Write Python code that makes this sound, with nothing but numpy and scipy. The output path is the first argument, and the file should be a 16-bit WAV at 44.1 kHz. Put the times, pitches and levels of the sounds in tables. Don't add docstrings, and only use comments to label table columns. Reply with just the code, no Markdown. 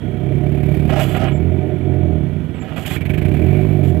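import sys
import numpy as np
from scipy import signal
from scipy.fft import rfft, irfft
from scipy.io import wavfile
from scipy.ndimage import uniform_filter1d

SR = 44100
rng = np.random.default_rng(int(sys.argv[2]) if len(sys.argv) > 2 else 0)


def unload_wav(signal):
    wavfile.write(
        sys.argv[1],
        SR,
        np.round(np.clip(np.atleast_2d(signal).T, -1, 1) * 32767).astype(np.int16),
    )


N = 176400
T = np.arange(N) / SR


def from_db(db):
    return 10 ** (np.asarray(db) / 20)


def unit_power(x):
    return x / np.sqrt(np.mean(x ** 2) + 1e-20)


def evened(x, size=6000):
    return x / np.sqrt(uniform_filter1d(uniform_filter1d(x * x, size), size) + 1e-18)


def curves(rows):
    times, *columns = np.transpose(rows)
    return [np.interp(T, times, column) for column in columns]


def keep_band(x, hz, kind, order=2):
    sections = signal.butter(order, np.minimum(hz, .45 * SR), kind, fs=SR, output="sos")
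    return signal.sosfilt(sections, x + 1e-18)


def coloured(x, colour):
    hz, db = np.transpose(colour)
    bins_hz = np.arange(N // 2 + 1) * SR / N + 1e-3
    gain = from_db(np.interp(np.log(bins_hz), np.log(hz), db))
    gain /= np.sqrt(1 + (hz[0] / bins_hz / 2) ** 4)
    return unit_power(irfft(rfft(x) * gain, N))


def noise():
    return rng.standard_normal(N)


def drift(hz):
    return unit_power(keep_band(rng.standard_normal(N + SR), hz, "low")[SR:])


def resonate(x, modes):
    out = 0
    for hz, width_hz, db in modes:
        decay = np.exp(-np.pi * width_hz / SR)
        feed = np.array([1, 0, -1]) * (1 - decay * decay) / 2
        feedback = [1, -2 * decay * np.cos(2 * np.pi * hz / SR), decay * decay]
        out = out + from_db(db) * signal.lfilter(feed, feedback, x + 1e-18)
    return out


def smear(x, fade_s, samples):
    tail = rng.standard_normal(samples) * from_db(-60 * T[:samples] / fade_s)
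    return signal.fftconvolve(x, tail / np.linalg.norm(tail))[:N]


def steel(x):
    return x + from_db(-2) * smear(x, fade_s=.07, samples=SR // 8)


def reflections(x):
    return from_db(-14) * keep_band(smear(x, fade_s=.088, samples=SR // 4), 860, "high")


def wavering_tone(hz, width_hz):
    angle = 2 * np.pi * np.cumsum(hz + width_hz * drift(width_hz)) / SR
    return np.sqrt(2) * np.sin(angle)


def thin_tones():
    # start_s, length_s, pitch_hz, level_db
    notes = [(1.272, 0.029, 8140, -56), (1.316, 0.077, 7300, -55), (2.531, 0.065, 7860, -65),
             (2.592, .05, 7350, -52), (2.868, .125, 3360, -43)]
    out = from_db(-55 - 20 * T) * wavering_tone(3260 - 310 * T, width_hz=49)
    for start_s, length_s, hz, db in notes:
        swell = np.sin(np.pi * np.clip((T - start_s) / length_s, 0, 1))
        sinking_hz = hz - 480 * (T - start_s - length_s / 2)
        out += from_db(db) * swell * wavering_tone(sinking_hz, width_hz=205 * (hz / 8140) ** 2)
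    return out


def engine_bay():
    # pitch_hz, level_db
    whirr_colour = [(25, -0.5), (160, 24), (480, -0.5), (1200, -17), (2280, -10), (2600, -17), (3300, -16),
                    (4600, -36.5), (15000, -41)]
    return from_db(-29) * coloured(steel(noise()), whirr_colour)


def grains(per_second=2400, spread_db=2.5):
    sizes = from_db(spread_db * np.minimum(rng.exponential(1, N), 5)) * rng.choice([-1, 1], N)
    return sizes * (rng.random(N) < per_second / SR)


def scrapes(attack_s=.007, release_s=.013):
    # start_s, length_s, grind_db, panel_db, grit_db
    touches = [(0.889, 0.016, -25.5, -27.5, -45), (0.919, 0.021, -27.5, -23.5, -62),
               (0.954, 0.056, -28, -24.5, -45), (0.993, 0.048, -30.5, -30, -33.5),
               (1.043, 0.092, -36, -37, -40), (1.141, 0.034, -25.5, -41, -41.5),
               (1.187, 0.064, -31.5, -26, -56), (1.247, 0.041, -28.5, -44, -65),
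               (1.304, .016, -35, -48, -52), (2.542, 0.046, -41, -58, -67), (2.616, 0.13, -40, -43.5, -60),
               (2.758, 0.025, -29.5, -35.5, -43.5), (2.786, 0.051, -41, -40, -43.5),
               (2.857, 0.024, -49, -38.5, -32), (2.894, 0.058, -35.5, -56, -34),
               (3.832, 0.074, -68, -53, -48.5)]
    # pitch_hz, level_db
    grind_colour = [(250, 1.5), (700, 13), (1020, 0), (2250, 1.5), (3200, -1.5), (5500, -37), (15000, -85)]
    # pitch_hz, width_hz, level_db
    panel_modes = [(629.7, 12.5, 27), (658, 14, 18.5), (762, 10.5, 17), (1281, 17, 15), (1824, 37, -4.5)]
    # pitch_hz, level_db
    grit_colour = [(1200, 6.5), (3300, 12), (5700, -8), (7800, 4.5), (9600, -7), (12000, 5.5), (16000, -9)]
    levels = np.zeros((3, N))
    for start_s, length_s, *layer_db in touches:
        rise = np.clip((T - start_s) / attack_s, 0, 1)
        fall = np.exp(-np.maximum(T - start_s - length_s, 0) / release_s)
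        levels = np.hypot(levels, np.outer(from_db(layer_db), rise * fall))
    judder = from_db(-drift(hz=71))
    grind = coloured(steel(judder * grains()), grind_colour)
    panel = unit_power(resonate(judder * grains(), panel_modes))
    grit = coloured(steel(judder * grains()), grit_colour)
    return np.sum(levels * [grind, panel, grit], axis=0)


def firings(first_s=.0207, jitter_s=.00038):
    # time_s, firings_per_s
    speed = [(0.0, 32.39), (0.2, 33.0), (0.52, 36.3), (0.65, 35.33), (0.84, 37.38), (1.14, 31.81),
             (1.26, 33.33), (1.45, 41.81), (1.6, 45.56), (1.72, 46.19), (1.79, 44.26), (1.88, 45.11),
             (2.02, 43.93), (2.19, 37.41), (2.4, 25.29), (2.57, 15.14), (2.74, 10.3), (2.86, 16.1),
             (3.02, 22.39), (3.2, 25.63), (3.38, 39.42), (3.53, 48.99), (3.68, 50.73), (3.8, 48.06),
             (4.0, 38.74)]
    count = np.cumsum(curves(speed)[0]) / SR
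    count -= np.interp(first_s, T, count)
    firing_s = np.interp(np.arange(int(count[-1]) + 1), count, T)
    return firing_s + jitter_s * rng.standard_normal(len(firing_s))


def pulses(times, spread_db):
    out = np.zeros(N)
    times = times[times < T[-1]]
    out[(times * SR).astype(int)] = from_db(spread_db * rng.standard_normal(len(times)))
    return out


def puffs(firing_s, lead_s=.0058, rise_s=.0072, spread_db=1.2):
    ages = np.maximum(T[::20] - firing_s[:, None] + lead_s, 0) / rise_s
    strengths = from_db(spread_db * rng.standard_normal(len(firing_s)))
    swells = strengths @ (ages * np.exp(1 - ages))
    return evened(np.interp(T, T[::20], swells) + .02)


def rattle(puffing):
    # time_s, level_db
    rattle_levels = [(0, -53), (.7, -43), (1.5, -48.5), (2.75, -55.5), (2.87, -36), (3.2, -35),
                     (3.3, -39.5), (3.55, -39.5), (4, -51)]
    # pitch_hz, level_db
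    rattle_colour = [(500, -12), (1300, -11.5), (1900, -5), (3300, -15.5), (4500, -39), (8000, -28)]
    # time_s, level_db
    hiss_levels = [(0, -76), (.75, -49), (1.25, -57), (1.45, -73), (2.6, -83.5), (2.87, -57), (3.2, -51.5),
                   (4, -54)]
    # pitch_hz, level_db
    hiss_colour = [(2000, 2), (4000, -3.5), (5800, -15.5), (12500, -6.5)]
    ring = unit_power(resonate(noise(), [(2300, 170, 0)]))
    ring = from_db(4.5) * keep_band(ring, 3600, "low", order=4)
    metal = unit_power(coloured(steel(noise()), rattle_colour) + ring)
    hiss = coloured(noise(), hiss_colour)
    return puffing * (from_db(curves(rattle_levels)[0]) * metal + from_db(curves(hiss_levels)[0]) * hiss)


def exhaust(firing_s, puffing, echo_s=.013, build_up_s=.002845, cylinder_lag_s=.0012):
    # time_s, boom_db, bark_db
    strength = [(0, -27.5, -33), (.33, -19, -25), (.86, -17, -25), (1.1, -20.5, -26.5),
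                (1.52, -16.5, -24.5), (1.65, -23.5, -21.5), (1.74, -22.5, -22.5), (1.785, -26, -30.5),
                (1.85, -18.5, -22.5), (2.12, -17.5, -23.5), (2.68, -34.5, -51), (3.12, -19.5, -28),
                (3.45, -15, -20.5), (4, -16.5, -23)]
    # pitch_hz, width_hz, level_db
    boom_modes = [(87.7, 17.4, 12), (136.8, 13.3, 12), (232, 12, -9.5)]
    # pitch_hz, width_hz, level_db
    bark_modes = [(318.5, 43.4, -0.5), (363.2, 23, 0), (614.3, 24.3, -5.5), (719.5, 18.2, -3.5)]
    boom = resonate(pulses(firing_s, spread_db=1), boom_modes)
    boom = keep_band(keep_band(boom, 52, "high"), 326, "low")
    gas_rush = from_db(-9) * puffing * noise()
    lag_s = cylinder_lag_s * (np.arange(len(firing_s)) % 2)
    bark = 0
    for k, mode in enumerate(bark_modes):
        bark_s = firing_s + k * build_up_s + lag_s
        direct = pulses(bark_s, spread_db=3.5)
        echo = from_db(4) * pulses(bark_s + echo_s, spread_db=3.5)
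        bark = bark + resonate(evened(direct + echo) + gas_rush, [mode])
    bark = keep_band(keep_band(bark, 185, "high", order=1), 705, "low", order=6)
    boom_db, bark_db = curves(strength)
    return from_db(boom_db) * evened(boom) + from_db(bark_db - 3) * evened(bark)


def scene():
    firing_s = firings()
    puffing = puffs(firing_s)
    mix = exhaust(firing_s, puffing) + rattle(puffing) + engine_bay() + scrapes() + thin_tones()
    left = keep_band(from_db(-14) * mix + reflections(mix), 6500, "low", order=1)
    right = from_db(5.5) * mix + reflections(mix)
    return np.array([left, right])


def record(dry):
    peak_limit, cutoff_hz = .93, 15500
    rounded = dry / (1 + (dry / peak_limit) ** 8) ** (1 / 8)
    return signal.sosfilt(signal.ellip(10, .1, 80, cutoff_hz, fs=SR, output="sos"), rounded)


dry = scene()
out = record(dry)
unload_wav(out)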